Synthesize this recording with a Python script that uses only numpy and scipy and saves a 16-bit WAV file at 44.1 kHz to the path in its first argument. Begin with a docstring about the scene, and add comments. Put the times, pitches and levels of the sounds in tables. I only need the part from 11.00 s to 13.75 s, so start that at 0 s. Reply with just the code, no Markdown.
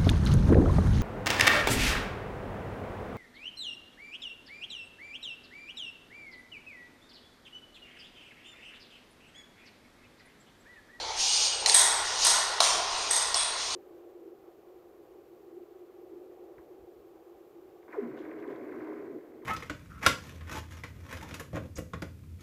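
"""A table tennis ball is served and rallied in a hard, echoing hall, heard from near the tiled floor.
Each impact excites the modes of the colliding bodies: the ball cracks on the bats and pings on the table.
The walls reflect each hit, and the reflections merge into a reverberant tail.
Shoes land softly and scuff by sliding friction, above a steady wash of room noise and a faint hum."""
import sys
import numpy as np
from scipy import signal
from scipy.fft import rfft, irfft
from scipy.io import wavfile
from scipy.ndimage import uniform_filter1d

SR = 44100
rng = np.random.default_rng(int(sys.argv[2]) if len(sys.argv) > 2 else 0)


def dump(signal):
    """Clip the signal to [-1, 1] and save it as 16-bit WAV at the path in sys.argv[1]."""
    limited = np.clip(np.atleast_2d(signal).T, -1, 1)
    pcm = np.round(limited * 32767).astype(np.int16)
    wavfile.write(sys.argv[1], SR, pcm)


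N = 121275

# spectra of room noise, sole friction and contact clicks: frequency_hz, level_db
WASH_SPECTRUM = [(20, -6), (45, -10), (75, -31), (130, -21), (200, -19.5), (300, -13), (440, -0.5),
                 (560, -4), (850, -5.5), (1250, -5), (1700, -8.5), (3000, -4.5), (4200, -2), (6500, -8),
                 (8500, -18.5), (10000, -22), (12000, -43), (16000, -53)]
SCUFF_SPECTRUM = [(300, -26), (1500, -38), (2400, -6), (4000, 1), (5200, 4), (6600, 3.5), (8300, -11),
                  (10000, -14), (11500, -29), (16000, -39)]
BAT_CLICK_SPECTRUM = [(100, -60), (250, -34), (500, -4), (1000, -36), (1600, 8.5), (2200, 12), (2800, 10.5),
                      (3600, 18.5), (6300, 20), (7300, 17), (10300, 5.5), (11200, -7), (13000, -5),
                      (16000, -34.5)]
TABLE_CLICK_SPECTRUM = [(100, -62), (250, -21.5), (500, -11.5), (1200, -22), (1900, 3.5), (2700, -19.5),
                        (3500, 5), (4400, -3.5), (6500, 3), (7400, -2), (9900, 1), (11200, -10.5),
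                        (13000, -22), (16000, -41)]
# hum partials: pitch_hz, level_db
HUM_TONES = [(64.6, -65), (96.9, -65.5)]
# soft low thuds (the fading ring of an earlier hit, then shoe landings): start_s, level_db
THUDS = [(0.0, -8), (.18, -12), (.625, -3.5)]
# slides of a sole: start_s, length_s, hiss_db, squeal_db
SHOE_SCUFFS = [(0.152, 0.16, -28, -40), (0.259, 0.24, -28, -40), (1.022, 0.2, -36, -46.5),
               (1.171, 0.16, -25.5, -41.5), (1.874, 0.39, -38, -46), (2.546, 0.28, -36.5, -46.5)]
# resonances of a sliding sole: pitch_hz, width_hz, level_db
SQUEAL_BANDS = [(2903, 72, 6), (8300, 370, -1.5), (8716, 25, 11.5)]
# ball on bat: start_s, click_db, knock_db, overtone_db, shell_db, crack_db, crack_hz,
# click_direct_db, knock_direct_db, wall_db
BAT_STROKES = [(.6607, 10, -7.5, -23, 6.5, 3, 4110, -7.5, -9, -0.5),
               (1.604, 11, 2, -7.5, 0, 4, 3970, -7, 2.5, -8),
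               (2.3440, 4, -8, -1.5, 6.5, 1.5, 5180, -7, 0, -9)]
# ball on table: start_s, click_db, knock_db, shell_db, direct_db, wall_delay_s, wall_db
TABLE_BOUNCES = [(0.7433, 12, 0.5, 17, -12, 0.029, -25), (1.2459, 9, 0.5, 6.5, -14, 0.022, -4.5),
                 (2.1072, 4.5, -5.5, 7, -15, 0.057, -6)]
# modes of thud, bat blade, table board, ball shell and hall: pitch_hz, level_db, t60_s
THUD_MODES = [(481, -4.5, 0.071), (753, 1.5, 0.025), (889, 6.5, 0.018)]
BLADE_MODES = [(599, -3, 0.022), (726, 12, 0.019), (930, 1.5, 0.011), (1037, 13, 0.01), (1396, 0.5, 0.025)]
BLADE_HIGH_MODE = [(3400, 0, 0.016)]
BOARD_MODES = [(625, -1, 0.044), (853, 3, 0.0068), (1078, 2, 0.0099), (1449, 1.5, 0.022)]
SHELL_BAT_MODES = [(8420, 1, 0.0053), (9310, -5.8, 0.005)]
SHELL_TABLE_MODES = [(8114, -3.8, 0.014), (8370, 1, 0.0095)]
LINGERING_MODES = [(980, 0.2, 0.82), (1344, -2.4, 2.9)]
# early reflections from floor, table and walls: delay_s, level_db
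CRACK_REFLECTIONS = [(.0026, -5), (.0062, -11), (.0092, -8), (.0285, -14)]
KNOCK_REFLECTIONS = [(.0045, -5), (.0145, -1), (.0235, -5)]
TABLE_REFLECTIONS = [(.0035, -6), (.0088, -9), (.0255, -12), (.051, -15), (.074, -16)]
# reverberation time of the hall: frequency_hz, t60_s
HALL_DECAY = [(200, 1.2), (500, 1.02), (1000, 3.5), (2000, 1.68), (3500, 0.99), (6000, 0.87), (8400, 0.68),
              (12000, 0.65), (16000, 0.72)]


def amp(db):
    """Amplitude grows tenfold per 20 dB."""
    return 10 ** (np.asarray(db) / 20)


def unit_rms(x):
    """Normalisation to a mean power of 1."""
    return x / np.sqrt(np.mean(x ** 2) + 1e-20)


def unit_energy(x):
    """Normalisation to a total energy of 1."""
    return x / np.sqrt(np.sum(x ** 2) + 1e-20)


def curve_at(points, hz):
    """Linear interpolation on a log-frequency axis."""
    f, value = np.transpose(points)
    return np.interp(np.log(hz + 1), np.log(f), value)


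def add(mix, start_s, sound):
    """Superposition: a sound sums into the mix from its start time."""
    part = mix[max(round(start_s * SR), 0):][:len(sound)]
    part += sound[:len(part)]


def colour(x, curve_db):
    """Zero-phase filtering by a gain in dB that depends on frequency."""
    hz = np.fft.rfftfreq(2 * len(x), 1 / SR)
    return irfft(rfft(x, 2 * len(x)) * amp(curve_db(hz)))[:len(x)]


def room_noise(level_db=-37, patch_db=2.3):
    """Random modulation: patches of a broadband wash drift up and down in level."""
    hz, _, bins = signal.stft(rng.standard_normal(N), SR, nperseg=2048, noverlap=1536)
    patches = uniform_filter1d(rng.standard_normal(bins.shape), size=20, axis=0)
    patches = unit_rms(uniform_filter1d(patches, size=10, axis=1))
    gain = amp(curve_at(WASH_SPECTRUM, hz)[:, None] + patch_db * patches)
    wash = signal.istft(bins * gain, SR, nperseg=2048, noverlap=1536)[1][:N]
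    return amp(level_db) * unit_rms(wash)


def hum(depth=0.32):
    """Slow amplitude modulation makes two low tones waver."""
    t = np.arange(N) / SR
    out = np.zeros(N)
    for hz, db in HUM_TONES:
        waver = sum(np.sin(2 * np.pi * (rate_hz * t + rng.random())) for rate_hz in np.geomspace(.3, 3, 10))
        out += amp(db) * np.sqrt(2) * (1 + depth * unit_rms(waver)) * np.sin(2 * np.pi * hz * t)
    return out


def thuds():
    """Damped modes give soft low thuds: the fading ring of an earlier hit, then shoe landings."""
    out = np.zeros(N)
    for start_s, db in THUDS:
        thud = amp(db) * ring(THUD_MODES)
        add(out, start_s, propagate(thud, thud, direct_db=-6.5, reflections=[]))
    return out


def ring(modes, size=4096, rise_cycles=1.07):
    """Free vibration: each mode swells, then decays exponentially; its level sets its energy share."""
    t = np.arange(size) / SR
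    out = np.zeros(size)
    for k, (hz, db, t60_s) in enumerate(modes):
        rise = 1 - np.exp(-(hz * t / rise_cycles) ** 2)
        decay = np.exp(-np.log(1000) * t / t60_s)
        out += (-1) ** k * amp(db) * unit_energy(np.sin(2 * np.pi * hz * t) * rise * decay)
    return unit_energy(out)


def propagate(radiated, beamed, direct_db, reflections):
    """Multipath travel: radiated sound reverberates; beamed sound arrives directly and as echoes."""
    out = hall(radiated)
    for delay_s, db in [(0, direct_db)] + reflections:
        add(out, delay_s, amp(db) * beamed)
    return out


def hall(x, size=2 * SR, spread_db=5, ripple_db=4.5, delay_s=.004, build_s=.018, gain_db=2):
    """Reverberation: uneven reflections build a diffuse tail whose treble dies before its middle."""
    reflections, strengths = rng.standard_normal((2, size))
    hz, t, bins = signal.stft(reflections * amp(spread_db * strengths), SR, nperseg=512)
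    # a random ripple gives each tail's treble a faintly tonal colour
    ripple = amp(ripple_db * np.clip(rng.standard_normal(len(hz)), -2, 1) * (hz > 2500))
    decay = np.exp(-np.log(1000) * t / curve_at(HALL_DECAY, hz)[:, None])
    tail = signal.istft(bins * decay * ripple[:, None], SR, nperseg=512)[1][:size]
    build = 1 - np.exp(-np.maximum(np.arange(size) / SR - delay_s, 0) / build_s)
    return amp(gain_db) * signal.fftconvolve(x, unit_energy(tail * build))


def scuffs(attack_s=0.055, release_s=0.03, squeal_hold_s=0.13, grit_db=-2):
    """Sliding friction: a sole on tile gives a gritty hiss and a thin squeal that outlasts it."""
    out = np.zeros(N)
    t = np.arange(SR // 2) / SR
    attack = np.clip(t / attack_s, 0, 1)
    for start_s, length_s, hiss_db, squeal_db in SHOE_SCUFFS:
        slips, strengths, drive = rng.standard_normal((3, len(t)))
        hiss = unit_rms(colour(slips * amp(grit_db * strengths), lambda f: curve_at(SCUFF_SPECTRUM, f)))
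        squeal = unit_rms(colour(drive, squeal_response_db))
        hiss *= np.clip((length_s - t) / release_s, 0, 1)
        squeal *= np.clip((length_s + squeal_hold_s - t) / release_s, 0, 1)
        add(out, start_s, attack * (amp(hiss_db) * hiss + amp(squeal_db) * squeal))
    return amp(0.5) * out + amp(-5) * hall(out)[:N]


def squeal_response_db(f):
    """Resonance: the sole responds in narrow peaks."""
    return 20 * np.log10(sum(amp(db) / (1 + (2 * (f - hz) / width) ** 2) for hz, width, db in SQUEAL_BANDS))


def bat_strokes(crack_t60_s=.006, wall_delay_s=.0358):
    """Impact on rubber: a click and a crack, with modes ringing in wooden blade, ball shell and hall."""
    out = np.zeros(N)
    for (start_s, click_db, knock_db, overtone_db, shell_db, crack_db, crack_hz,
         click_direct_db, knock_direct_db, wall_db) in BAT_STROKES:
        tick = amp(click_db) * click(BAT_CLICK_SPECTRUM)
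        knock = amp(knock_db) * ring(BLADE_MODES)
        crack = amp(crack_db) * ring([(crack_hz, 0, crack_t60_s), (crack_hz * 1.55, -14.5, crack_t60_s)])
        overtone = amp(overtone_db) * ring(BLADE_HIGH_MODE)
        shell = amp(shell_db) * ring(SHELL_BAT_MODES)
        radiated = tick + overtone + shell + amp(-23) * crack
        beamed = crack + amp(click_direct_db) * scatter(tick, spread_s=.002)
        add(out, start_s, propagate(radiated, beamed, 0, CRACK_REFLECTIONS + [(wall_delay_s, wall_db)]))
        add(out, start_s, propagate(knock, knock, knock_direct_db, KNOCK_REFLECTIONS))
        add(out, start_s, amp(knock_db - 11) * ring(LINGERING_MODES, size=2 * SR))
    return out


def click(spectrum, size=4096):
    """Minimum phase packs the energy of a spectrum into the start of a pulse."""
    log_gain = np.log(amp(curve_at(spectrum, abs(np.fft.fftfreq(size, 1 / SR)))))
    response = np.exp(np.conj(signal.hilbert(log_gain)))
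    return unit_energy(np.fft.ifft(response).real)


def scatter(x, spread_s, size=512):
    """Scattering smears a click over many short paths round the bat, table edge and frame."""
    paths = rng.standard_normal(size) * np.exp(-np.arange(size) / SR / spread_s)
    return unit_energy(signal.fftconvolve(x, paths)[:len(x)]) * np.linalg.norm(x)


def table_bounces():
    """Impact on the hard top: the shell pings and the board knocks, heard mostly as reverberation."""
    out = np.zeros(N)
    for start_s, click_db, knock_db, shell_db, direct_db, wall_delay_s, wall_db in TABLE_BOUNCES:
        tick = amp(click_db) * click(TABLE_CLICK_SPECTRUM)
        knock = amp(knock_db) * ring(BOARD_MODES)
        shell = amp(shell_db) * ring(SHELL_TABLE_MODES)
        beamed = amp(-1.5) * scatter(tick, spread_s=.0042) + amp(-4) * knock + shell
        reflections = TABLE_REFLECTIONS + [(wall_delay_s, wall_db)]
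        add(out, start_s, propagate(tick + knock + shell, beamed, direct_db, reflections))
    return out


def scene():
    """Superposition of rally, footwork and room in one channel."""
    return (bat_strokes() + table_bounces() + scuffs() + thuds() + room_noise() + hum())[None]


def record(dry):
    """Frequency response of the microphone: a narrow treble dip, then a band limit."""
    notch_hz, width_hz, notch_db, cutoff_hz = 7710, 236, -11.5, 15900
    notched = colour(dry[0], lambda f: notch_db * np.exp(-((f - notch_hz) / width_hz) ** 2))
    lowpass = signal.firwin(511, cutoff_hz, window=("kaiser", 9), fs=SR)
    return signal.oaconvolve(notched, lowpass, "same")[None]


dry = scene()
out = record(dry)
dump(out)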